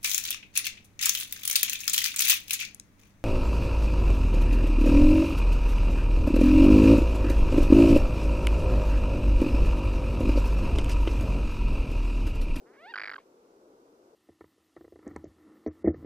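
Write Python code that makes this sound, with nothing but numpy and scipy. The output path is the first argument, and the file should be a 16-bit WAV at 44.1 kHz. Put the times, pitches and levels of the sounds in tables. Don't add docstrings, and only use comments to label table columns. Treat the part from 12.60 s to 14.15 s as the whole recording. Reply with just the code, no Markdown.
import sys
import numpy as np
from scipy import signal
from scipy.fft import rfft, irfft
from scipy.io import wavfile
from scipy.ndimage import uniform_filter1d

SR = 44100
rng = np.random.default_rng(int(sys.argv[2]) if len(sys.argv) > 2 else 0)


def generate_wav(signal):
    frames = np.transpose(np.atleast_2d(signal))
    scaled = np.clip(frames, -1, 1) * 32767
    pcm = np.round(scaled).astype(np.int16)
    wavfile.write(sys.argv[1], SR, pcm)


def volts_from_decibels(level):
    exponent = np.asarray(level, float) / 20
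    return 10 ** exponent


N = 68355

# start_s, pitch_hz, level_db, tilt_db_per_octave (of harmonic number), roughness_0_to_1
CREAK_PATH = [
    (0.05, 205.4, -71, 4, 0.33),
    (0.07, 226.2, -64, -1.5, 0.2),
    (0.128, 269.1, -67, 2.5, 0.23),
    (0.14, 287.5, -61, -3, 0.3),
    (0.152, 350.4, -63.5, -1, 0.3),
    (0.168, 504.5, -61, -4, 0.4),
]
# start_s, pitch_hz, level_db, tilt_db_per_octave, roughness_0_to_1
WHISTLE_PATH = [
    (0.175, 548, -64, 0, 0.2),
    (0.189, 550, -57.5, -4.5, 0.15),
    (0.221, 653.4, -56, -4.5, 0.18),
    (0.255, 725, -48, -6.5, 0.15),
    (0.277, 866, -49.5, -6, 0.19),
    (0.309, 954, -46.5, -3, 0.31),
    (0.319, 909, -51.5, -1, 0.15),
    (0.327, 799, -51.5, -3, 0.12),
    (0.333, 794, -62, -11, 0.15),
]
# frequency_hz, gain_db
THROAT_COLOUR = [(400, -12.5), (800, 0), (1100, -4.5), (1600, 1.5), (2250, 3), (2550, -3), (5000, -5),
                 (5700, -21)]
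# start_s, level_db, slap_pitch_hz, squeak_top_hz, length_s
RATTLE_PUFFS = [(0.338, -29.5, 1500, 1535, 0.0095), (0.357, -25.5, 1570, 2119, .0105),
                (0.3764, -25.5, 1620, 2214, .011), (0.3965, -26.5, 1763, 2304, 0.0098),
                (0.4154, -25.5, 1876, 2393, .0095), (0.4348, -25.5, 1877, 2400, 0.012),
                (.455, -28, 1843, 2319, .0105), (0.4741, -26, 1810, 2293, .0112),
                (0.4943, -26.5, 1720, 2230, 0.0094), (0.5146, -28.5, 1560, 2100, .011),
                (0.5347, -30, 1493, 1970, .011), (0.5568, -32.5, 1382, 1594, 0.0094),
                (0.5805, -38.5, 1045, 1095, 0.0097)]
SQUEAK_HARMONICS = [0.5, -14.5, -20]
# frequency_hz, left_minus_right_db
BIRD_BALANCE = [(60, 0), (110, 2.5), (200, -0.5), (380, 7.5), (700, 1), (1290, -4.0), (2380, -1),
                (4400, -1), (8120, -1.5), (15000, -12)]
# frequency_hz, left_lead_rad
BIRD_LEAD = [(200, 0), (1100, 0.34), (2150, 0.69), (4200, 1.56), (6000, 1.04)]
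# frequency_hz, density_db_per_hz
HUM_COLOUR = [(12, -62), (20, -22), (76, -28), (185, -17), (221, -12.5), (265, -7.5), (424, -2),
              (677, -14.5), (1500, -25.5), (1950, -58.5), (3300, -120)]
# frequency_hz, left_minus_right_db
HUM_BALANCE = [(60, -6.5), (110, 3.5), (200, -0.5), (380, 3.5), (700, 2), (1290, -2.5), (2380, -3),
               (4400, 1.0), (8120, 0.5), (15000, 0.5)]
# frequency_hz, left_lead_rad
HUM_LEAD = [(100, 0), (450, -0.03), (800, -1.55), (1500, -3)]
# frequency_hz, density_db_per_hz
HISS_COLOUR = [(880, -34), (1500, -5), (2330, -4.5), (3240, -7.5), (5710, -5), (10300, -13), (15500, -15.5)]


def shape(table, hz):
    table = np.array(table, float)
    return np.interp(np.log(np.maximum(hz, 1)), np.log(table[:, 0]), table[:, 1])


def level(x, db):
    return x * volts_from_decibels(db) / np.sqrt(np.mean(x ** 2))


def walk(rate_hz):
    hold = max(int(SR / rate_hz), 1)
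    steps = rng.standard_normal(N // 4)[:N // hold + 1]
    slewed = uniform_filter1d(np.repeat(steps, hold), hold)
    return 1.57 * uniform_filter1d(slewed, hold)[:N]


def noise(table, channels=1):
    hz = np.arange(N // 2 + 1) * SR / N
    inside = (hz >= table[0][0]) & (hz < table[-1][0])
    white = rfft(rng.standard_normal((channels, N)))
    return irfft(white * volts_from_decibels(shape(table, hz)) * inside, N)


def place(x, balance, lead):
    hz = np.arange(N // 2 + 1) * SR / N
    left = volts_from_decibels(shape(balance, hz) / 2) * np.exp(.5j * shape(lead, hz))
    return irfft(rfft(x) * np.array([left, 1 / left]), N)


def whistle(t):
    jitter, breath_db, fade_s = 0.024, -4.5, 0.0042
    at, hz, db, tilt, rough = np.vstack([CREAK_PATH, WHISTLE_PATH]).T
    rough = np.clip(np.interp(t, at, rough), 0, 1)
    loud_db = np.interp(t, at, db)
    pitch = np.interp(t, at, hz) * (1 + jitter * rough * walk(250))
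    phase = 2 * np.pi * np.cumsum(pitch) / SR
    k = np.arange(1, 25)[:, None]
    gains = volts_from_decibels(shape(THROAT_COLOUR, k * pitch) + np.interp(t, at, tilt) * np.log2(k))
    gains = gains * (k * pitch < 7000)
    edge_hz = 2300 + 193 * (loud_db + 63)
    gains = gains / (1 + (k * pitch / np.maximum(edge_hz, 1200)) ** 6)
    tone = np.sqrt(2) * (gains * np.cos(k * phase)).sum(0) / np.sqrt((gains ** 2).sum(0))
    breath = rough * level(noise(THROAT_COLOUR)[0], breath_db)
    fade_in = np.clip((t - at[0]) / fade_s, 0, 1)
    fade_out = np.clip((at[-1] - t) / fade_s + 1, 0, 1)
    return (tone + breath) * volts_from_decibels(loud_db) * fade_in * fade_out


def membrane_slap(s, slap_hz, effort):
    attack_s, decay_s, weak_db = 0.00044, 0.00095, -15
    hit = (1 - np.exp(-(s / attack_s) ** 2)) * np.exp(-s / decay_s)
    hit = hit / hit.max() * volts_from_decibels(weak_db * (1 - effort))
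    partials = [(slap_hz, 0), (4670, -14), (606, -12.5)]
    return hit * sum(volts_from_decibels(db) * np.sin(2 * np.pi * hz * s) for hz, db in partials)


def membrane_squeak(s, u, slap_hz, top_hz, effort, wobble, other):
    rise_share, fall_share, fall_hz = 0.278, 0.316, 1330
    shake, shimmer_db = 0.02, 2
    second_db, second_ratio, second_fall_hz = -18.5, 0.92, 500
    fall = np.clip((u - 1 + fall_share) / fall_share, 0, 1.3)
    pitch = slap_hz + (top_hz - slap_hz) * np.clip(u / rise_share, 0, 1)
    pitch = pitch - effort * fall_hz * fall ** 1.39
    phase = 2 * np.pi * np.cumsum(pitch * (1 + shake * effort * wobble) * (s > 0)) / SR
    low_hz = (second_ratio * slap_hz - second_fall_hz * fall) * (1 + shake * other)
    second = np.sin(2 * np.pi * np.cumsum(low_hz * (s > 0)) / SR)
    second = effort * volts_from_decibels(second_db + shimmer_db * wobble) * second
    swell_db = 18 * (np.clip(u / 0.94, 0, 1) - 1)
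    effort_db = -1.5 + swell_db + shimmer_db * other
    swell = volts_from_decibels(-1.5 + effort * effort_db - 3 * np.minimum(u, 1))
    squeak = sum(volts_from_decibels(db) * np.sin((k + 1) * phase) for k, db in enumerate(SQUEAK_HARMONICS))
    return swell * squeak + second


def rattle(t):
    full_arch_hz = 517
    ring_hz, ring_width_hz, ring_db, beak_hz = 1500, 190, -14, 5210
    out, wobble, other = np.zeros(N), walk(400), walk(500)
    air = level(noise(THROAT_COLOUR)[0], -23)
    for at, db, slap_hz, top_hz, length_s in RATTLE_PUFFS:
        s = np.maximum(t - at, 0)
        u = s / length_s
        effort = np.clip((top_hz - slap_hz) / full_arch_hz, 0, 1)
        opening = np.clip((u - 0.2 * effort) / 0.064, 0, 1)
        closing = np.clip((1 - u) / 0.13, 0, 1)
        slap = membrane_slap(s, slap_hz, effort)
        squeak = membrane_squeak(s, u, slap_hz, top_hz, effort, wobble, other)
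        out += volts_from_decibels(db) * (slap + opening * closing * (squeak + air))
    ring = signal.lfilter(*signal.iirpeak(ring_hz, ring_hz / ring_width_hz, fs=SR), out)
    return signal.sosfilt(signal.butter(8, beak_hz, fs=SR, output="sos"), out + volts_from_decibels(ring_db) * ring)


def sigh(t):
    start_s, decay_s, level_db, nostril_hz = 0.59, 0.022, -62.5, 2400
    air = signal.lfilter(*signal.iirpeak(nostril_hz, 1.6, fs=SR), noise(THROAT_COLOUR)[0])
    decay = np.exp(-np.maximum(t - start_s, 0) / decay_s)
    return level(air, level_db) * (t > start_s) * decay


def reeds(x):
    scatter_db, t60_s, dull_hz = -32.5, 0.071, 2460
    s = np.arange(SR // 4) / SR
    tail = rng.standard_normal((2, len(s))) * volts_from_decibels(-60 * s / t60_s) * np.clip(s / 0.0013, 0, 1)
    tail = signal.lfilter(*signal.butter(1, dull_hz, fs=SR), tail)
    tail = tail / np.sqrt((tail ** 2).sum(1).mean())
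    return signal.fftconvolve(x[None], tail)[:, :N] * volts_from_decibels(scatter_db)


def traffic():
    floor_db, flicker_db, loose_hz, loose_db = -59, 1.56, 800, -17
    hum = place(noise(HUM_COLOUR)[0] * volts_from_decibels(flicker_db * walk(6)), HUM_BALANCE, HUM_LEAD)
    loose = noise(HUM_COLOUR, channels=2)
    upper = signal.lfilter(*signal.butter(2, loose_hz, "high", fs=SR), loose)
    return level(hum + volts_from_decibels(loose_db) * loose + upper, floor_db)


def camera_hiss():
    return level(noise(HISS_COLOUR, channels=2), -75)


def scene():
    t = np.arange(N) / SR
    bird = whistle(t) + rattle(t) + sigh(t)
    return place(bird, BIRD_BALANCE, BIRD_LEAD) + reeds(bird) + traffic() + camera_hiss()


def roll_off(x):
    return signal.sosfilt(signal.butter(12, 15610, fs=SR, output="sos"), x)


def record(dry):
    return roll_off(dry)


dry = scene()
out = record(dry)
generate_wav(out)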